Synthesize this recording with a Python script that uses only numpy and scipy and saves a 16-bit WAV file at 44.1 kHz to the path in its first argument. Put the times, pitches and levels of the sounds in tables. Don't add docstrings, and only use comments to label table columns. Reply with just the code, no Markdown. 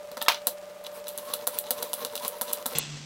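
import sys
import numpy as np
from scipy import signal
from scipy.fft import rfft, irfft
from scipy.io import wavfile
from scipy.ndimage import uniform_filter1d

SR = 44100
rng = np.random.default_rng(int(sys.argv[2]) if len(sys.argv) > 2 else 0)


def to_wav(s):
    ch = np.atleast_2d(s).T
    pcm = np.round(np.clip(ch, -1, 1) * 32767)
    wavfile.write(sys.argv[1], SR, pcm.astype(np.int16))


def magnitude_from_level(level_db):
    exponent = np.asarray(level_db, float) / 20
    return 10 ** exponent


N = 134505
T = np.arange(N) / SR
FADE_S, CUT_S = 2.751, 2.797

# (frequency [Hz], bandwidth [Hz], level [dB])
BODY = [(247, 46, -5.5), (516.8, 18, -2.5), (722, 106, -2.5), (930, 110, -1), (1048, 32, -11.5),
        (1290, 54, -8)]
# (frequency [Hz], bandwidth [Hz], level [dB])
STEEL = [(3477, 240, -1.5), (3930, 320, 1), (2994, 250, -4.5), (4730, 1400, -5), (5880, 160, -8)]


def evened(x):
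    return x / np.sqrt(np.mean(x ** 2) + 1e-20)


def colour(x, points):
    f, db = np.transpose(points)
    hz = np.fft.rfftfreq(len(x), 1 / SR)
    gain = magnitude_from_level(np.interp(np.log(hz + 1), np.log(f), db))
    return evened(irfft(rfft(x) * gain, len(x)))


def ring(x, peaks):
    out = 0
    for hz, width, db in peaks:
        r = np.exp(-np.pi * width / SR)
        poles = [1, -2 * r * np.cos(2 * np.pi * hz / SR), r * r]
        out = out + magnitude_from_level(db) * (1 - r) ** .5 * signal.lfilter([1, 0, -1], poles, x) * .5
    return out


def glide(x, hz, width):
    turn = np.exp(2j * np.pi * np.cumsum(hz) / SR)
    r = np.exp(-np.pi * width / SR)
    return evened((turn * signal.lfilter([1 - r], [1, -r], x / turn)).real)


def struck(modes, t):
    return sum(magnitude_from_level(db - 60 * t / t60) * np.sin(2 * np.pi * hz * t) for hz, db, t60 in modes)


def above(x, hz):
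    return signal.sosfilt(signal.butter(2, hz, "high", fs=SR, output="sos"), x)


def wander(hz):
    lowpass = 1 + (np.fft.rfftfreq(N, 1 / SR) / hz) ** 4
    return evened(irfft(rfft(rng.standard_normal(N)) / lowpass, N))


def grains(per_s, spread_db):
    strength = magnitude_from_level(spread_db * np.minimum(rng.exponential(1, N), 5))
    return rng.standard_normal(N) * strength * (rng.random(N) < per_s / SR)


def patchy(x):
    z = signal.stft(x, nperseg=256)[2]
    patches = uniform_filter1d(rng.standard_normal(z.shape), size=7, axis=0)
    patches = uniform_filter1d(patches, size=9, axis=1)
    return evened(signal.istft(z * magnitude_from_level(2.8 * evened(patches)), nperseg=256)[1][:N])


def hum(speed):
    # (frequency [Hz], level [dB rms])
    partials = [(188.4, -64.5), (400, -68.5), (650, -76), (1201, -64.5)]
    main_hz, beat_hz, beat_s = 588.7, 23.7, .681
    lines = partials + [(main_hz, -43), (main_hz - beat_hz, -62), (main_hz + beat_hz, -54.5)]
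    out = 0
    for hz, db in lines:
        level = np.sqrt(2) * magnitude_from_level(db + 1.1 * wander(3.0))
        out = out + level * np.cos(2 * np.pi * hz * speed * (T - beat_s))
    return out


def room():
    # (frequency [Hz], density [dB per Hz])
    hiss_spectrum = [(25, -24.5), (150, -18.5), (310, -18), (530, -4.5), (700, -8), (1100, -14),
                     (2200, -18.5), (16000, -31)]
    # (time [s], level [dB])
    snaps = [(0.0308, -38), (0.0434, -47), (0.0727, -38), (0.2514, -31), (0.3764, -39), (0.4174, -37),
             (0.5434, -46), (0.5726, -39), (0.5831, -37), (0.6145, -38), (0.6264, -48), (0.6559, -38),
             (0.6978, -39), (0.9163, -36), (1.0004, -38), (1.0415, -32), (1.1264, -36), (1.5424, -30),
             (1.6666, -29), (1.7814, -28), (1.8704, -35), (2.1251, -33), (2.1984, -28), (2.5731, -26),
             (2.5844, -31), (2.6254, -30), (2.7094, -29)]
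    per_s, first_s = 24, .0017
    at_splice = np.diff(np.floor((T - first_s) * per_s), append=0) == 1
    ticks = at_splice * magnitude_from_level(-41 + 2.3 * T + 3.7 * wander(22))
    for s, db in snaps:
        ticks[round((s + .001) * SR)] += magnitude_from_level(db + 11)
    ticks = signal.sosfilt(signal.butter(2, (1200, 9500), "band", fs=SR, output="sos"), ticks)
    hiss = magnitude_from_level(-50 + 1.0 * wander(42)) * colour(rng.standard_normal(N), hiss_spectrum)
    return hiss + ticks


def knocks():
    # (time [s], edge [dB], steel [dB], base [dB])
    handling = [(0.116, -29.5, -38, -37), (0.1706, -30, -35.5, -29.5), (0.177, -27.5, -34, -31),
                (0.2159, -23, -26, -28), (0.2245, -15, -27, -53), (0.2845, -7.5, -24, -25),
                (0.3223, -24, -21, -34), (0.345, -32, -24.5, -39), (0.4699, -3.5, -19, -24),
                (0.4728, -11, -25, -25), (0.8403, -32, -52, -48), (0.847, -53, -35.5, -42),
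                (0.8677, -30.5, -36, -40), (1.07, -35, -33.5, -38), (1.0825, -21, -35, -43),
                (1.0893, -21, -42, -42), (1.1768, -15.5, -36, -39), (1.1851, -25, -34, -33.5)]
    # (time [s], edge [dB], steel [dB], base [dB])
    catches = [
        (1.391, -50, -39, -55),
        (1.640, -41, -37, -52),
        (2.0253, -50, -34, -39),
        (2.0701, -45, -37, -55),
        (2.099, -45, -40, -55),
        (2.2296, -50, -34, -45),
        (2.258, -45, -35, -38),
        (2.481, -50, -34, -50),
    ]
    # (time [s], edge [dB], steel [dB], base [dB])
    stroke_ends = [(1.3353, -29, -27, -36), (1.3378, -9.5, -23, -32), (1.4698, -12, -24.5, -28.5),
                   (1.4743, -8.5, -28, -22.5), (1.5873, -8, -29, -58), (1.7071, -8, -23, -23),
                   (1.7115, -12.5, -26, -32), (1.8252, -22, -28, -28.5), (1.8285, -13.5, -26.5, -45),
                   (1.9323, -17, -26, -30), (1.9386, -11.5, -30.5, -36), (2.049, -13.5, -23.5, -28),
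                   (2.1544, -17, -23, -31), (2.1642, -22, -34, -37), (2.1773, -25, -28.5, -46),
                   (2.249, -20.5, -28, -31), (2.2798, -11.5, -33, -57), (2.4122, -14, -26.5, -25),
                   (2.4171, -9.5, -27.5, -26), (2.5282, -22, -32, -52), (2.532, -9, -29, -31.5),
                   (2.536, -29, -29, -38), (2.6584, -19, -24.5, -25.5), (2.6627, -8, -28, -28),
                   (2.785, -5, -25, -28.5)]
    # (frequency [Hz], bandwidth [Hz], level [dB])
    edge_modes = [(7800, 920, -13), (9060, 1340, -6.5), (10870, 800, -7), (11950, 1440, -2.5),
                  (14100, 1900, -7), (16100, 2700, -7.5)]
    # (frequency [Hz], bandwidth [Hz], level [dB])
    thin_modes = [(8060, 86, -17), (10760, 100, -12.5), (13900, 180, -13)]
    size = 4410
    t = np.arange(size) / SR
    crack = (1 - np.exp(-t / .0004)) * np.exp(-t / .0006)
    tail = magnitude_from_level(-25) * np.exp(-t / .02)
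    shape = magnitude_from_level([[0], [-8.0], [-6.0]]) * crack + tail
    blow = magnitude_from_level([[-30.0], [3.0], [3.0]]) * (np.arange(size) == 10)
    drive = np.zeros((3, N + size))
    for s, *db in handling + catches + stroke_ends:
        force = rng.standard_normal(size) * shape + blow
        drive[:, round(s * SR):][:, :size] += magnitude_from_level(np.array(db))[:, None] * force
    edge, steel, base = drive[:, :N]
    edge = above(above(ring(edge, edge_modes + thin_modes), 7540), 7540)
    steel = signal.sosfilt(signal.butter(2, 5600, fs=SR, output="sos"), ring(steel, STEEL))
    base = above(ring(base, BODY), 250)
    return magnitude_from_level(5.0) * edge + magnitude_from_level(11.5) * above(steel, 2480) + magnitude_from_level(12.5) * base


def rod():
    # (frequency [Hz], level [dB], t60 [s])
    rod_modes = [(915, -3, .07), (1308, 1, .055), (1787, -5, .06), (2778, -12, .04), (3270, -4, .03),
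                 (3520, 0, .035), (3680, -4, .06), (3840, -7, .06), (5040, -12, .04)]
    # (time [s], level [dB], upper modes [dB])
    taps = [
        (.1706, -45, -3),
        (.2122, -44, 5),
        (.2158, -29.5, 0),
        (.2185, -32, -4),
        (.2245, -37, -2),
        (.2625, -33, -3),
        (.268, -40, -1),
    ]
    size = 8820
    t, out = np.arange(size) / SR, np.zeros(N)
    low, high = struck(rod_modes[:3], t), struck(rod_modes[3:], t)
    for s, db, high_db in taps:
        chatter = rng.standard_normal(400) * np.exp(-t[:400] / .002)
        chatter = np.append(1, .45 * chatter / np.linalg.norm(chatter))
        tap = signal.oaconvolve(low + magnitude_from_level(high_db) * high, chatter)[:size]
        out[round(s * SR):][:size] += magnitude_from_level(db) * tap
    return above(out, 600)


def clack():
    # (frequency [Hz], level [dB], t60 [s])
    clack_modes = [(698, -18, .06), (915, -2.5, 0.2), (1100, -4, 0.033), (1170, 3, 0.037),
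                   (1330, -2, 0.065), (1744, 0, 0.14), (2130, -4.5, 0.12), (2654, 3, 0.077),
                   (3350, -6, .12), (3940, 4, .09), (4080, 1, 0.07), (5160, -3, .1), (5570, 6, .041),
                   (8000, -4, .042)]
    # (time after the drop [s], level [dB])
    bounces = [
        (0, 0),
        (.0009, -3),
        (.0088, -16),
        (.0195, -11),
        (.0395, -28),
        (.0615, -31),
    ]
    # (frequency [Hz], density [dB per Hz])
    rattle_spectrum = [(250, -22), (900, 0.5), (1500, -2.5), (4000, -1), (6500, -12.5), (9000, -28.5),
                       (16000, -19)]
    drop_s = .2828
    t = np.maximum(T - drop_s, 0)
    modes = sum(magnitude_from_level(db) * struck(clack_modes, np.maximum(t - s, 0)) for s, db in bounces)
    modes = magnitude_from_level(-13) * modes / abs(modes).max()
    blow = -magnitude_from_level(-1.5) * np.sin(2 * np.pi * 1100 * t) * np.exp(-t / 0.0016) * np.minimum(t / .0006, 1)
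    rattle = colour(grains(12000, 2.6), rattle_spectrum) * (T > drop_s) / (1 + (t / 0.13) ** 8)
    decay = magnitude_from_level(-13.5 - 1070 * t) + magnitude_from_level(-22.5 - 253 * t)
    return above(blow + modes + rattle * decay, 310)


def scrape():
    # (middle [s], half length [s], grit [dB], groan [dB], groan frequency [Hz])
    strokes = [(0.866, 0.031, -55, -62, 1030), (0.968, 0.05, -46, -48.5, 1044),
               (1.088, 0.047, -47.5, -57, 950), (1.193, 0.088, -49, -58.5, 970),
               (1.308, 0.09, -45.5, -46.5, 1102), (1.419, 0.05, -48, -46.5, 930),
               (1.562, 0.063, -41, -45.5, 990), (1.673, 0.066, -49.5, -48.5, 880),
               (1.792, 0.076, -45.5, -44.5, 1000), (1.878, 0.086, -47, -53, 970),
               (2.015, 0.078, -43, -43, 1048), (2.132, 0.052, -47, -47, 950),
               (2.247, 0.07, -37.5, -42, 1016), (2.354, 0.078, -47.5, -47, 930),
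               (2.492, 0.071, -42, -45, 1005), (2.594, 0.067, -47, -46, 976), (2.736, 0.09, -43, -44, 1020)]
    sing_levels = [-52, -53, -46, -54, -46, -50.5, -42.5, -50, -45.5, -53, -45.5, -49.5, -40, -49.5, -42.5,
                   -49.5, -44.5]
    # (frequency [Hz], density [dB per Hz])
    grit_spectrum = [(900, -32), (1800, -6), (4200, -1), (6500, -9), (8500, -4), (10700, 0.5),
                     (16000, -1.5)]
    press, load, sing, hz = np.zeros(N), np.zeros(N), np.zeros(N), np.ones(N) * 1000
    for (s, half, grit_db, groan_db, groan_hz), sing_db in zip(strokes, sing_levels):
        u = (T - s) / half
        swell = np.exp(-2.2 * u ** 2)
        press = press + magnitude_from_level(grit_db) * swell
        load = load + magnitude_from_level(groan_db) * swell ** 1.48
        sing = sing + magnitude_from_level(sing_db) * swell ** 2.16
        hz = np.where(u > -1, groan_hz * (1 + 0.085 * np.clip(u, -1, 1)), hz)
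    grit = press * patchy(colour(grains(8000, 1.1), grit_spectrum))
    steel = sing * patchy(above(ring(grains(2500, 3.1), STEEL), 2400))
    grit = grit + magnitude_from_level(-3.5 + 2.5 * wander(35)) * steel
    rub = grains(4000, 1.8)
    late = np.interp(T - .022, T, load)
    groan = load * (glide(rub, hz, 46) + magnitude_from_level(0.5) * evened(ring(rub, BODY)))
    groan = groan + late * magnitude_from_level(1) * glide(rub[::-1], 470 + 0 * T, 28.5)
    return magnitude_from_level(1.36 * wander(58)) * grit + magnitude_from_level(-3 + 1.7 * wander(20)) * groan


def slow_part():
    # (time [s], level [dB])
    hum_level = [(2.75, -35), (2.86, -49), (2.95, -33), (3.0, -46), (3.05, -45)]
    # (time [s], level [dB])
    stroke_level = [(2.752, -32), (2.81, -38.5), (2.9, -43.5), (2.985, -43.5), (3.0, -46), (3.05, -47)]
    # (frequency [Hz], density [dB per Hz])
    slow_spectrum = [(25, -16), (90, -6), (300, -6.5), (1200, -7.5), (5500, -2), (8000, -10.5), (9200, -23),
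                     (16000, -43)]
    # (frequency [Hz], bandwidth [Hz], level [dB])
    slow_steel = [(1980, 90, -4), (2650, 110, 1), (2850, 110, 1), (3460, 220, 2), (4340, 260, 0),
                  (5400, 400, -2), (7140, 400, -3)]
    rub = grains(15000, 1.8)
    steel = evened(above(ring(rub, slow_steel), 2150))
    steel = magnitude_from_level(-2.0 - 59 * np.maximum(T - FADE_S, 0)) * steel
    steel = signal.sosfilt(signal.butter(8, 8600, fs=SR, output="sos"), steel)
    grit = colour(rub, slow_spectrum) + steel
    groan = evened(ring(rng.standard_normal(N), [(228, 29, -2), (298, 110, -11.0)]))
    groan = magnitude_from_level(-51 - 7.1 * (T - FADE_S)) * groan
    tone = magnitude_from_level(np.interp(T, *np.transpose(hum_level))) * evened(hum(1 / 4))
    tone = tone * np.clip((T - FADE_S) / .012, 0, 1)
    return magnitude_from_level(np.interp(T, *np.transpose(stroke_level))) * grit + groan + tone


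def scene():
    fade = np.clip((T - FADE_S) / (CUT_S - FADE_S), 0, 1)
    noises = room() + knocks() + rod() + clack() + scrape()
    fast = hum(1) * (1 - fade) + noises * np.clip((CUT_S - T) / 0.0053, 0, 1)
    return (fast + slow_part() * (T > FADE_S))[None]


def band_limit(x):
    return signal.sosfilt(signal.butter(12, 16970, fs=SR, output="sos"), x)


def record(dry):
    lowpass = signal.firwin(401, 15900, window=("kaiser", 5), fs=SR)
    x = signal.oaconvolve(dry, lowpass[None], "same")
    return band_limit(np.clip(x, -1, 1))


dry = scene()
out = record(dry)
to_wav(out)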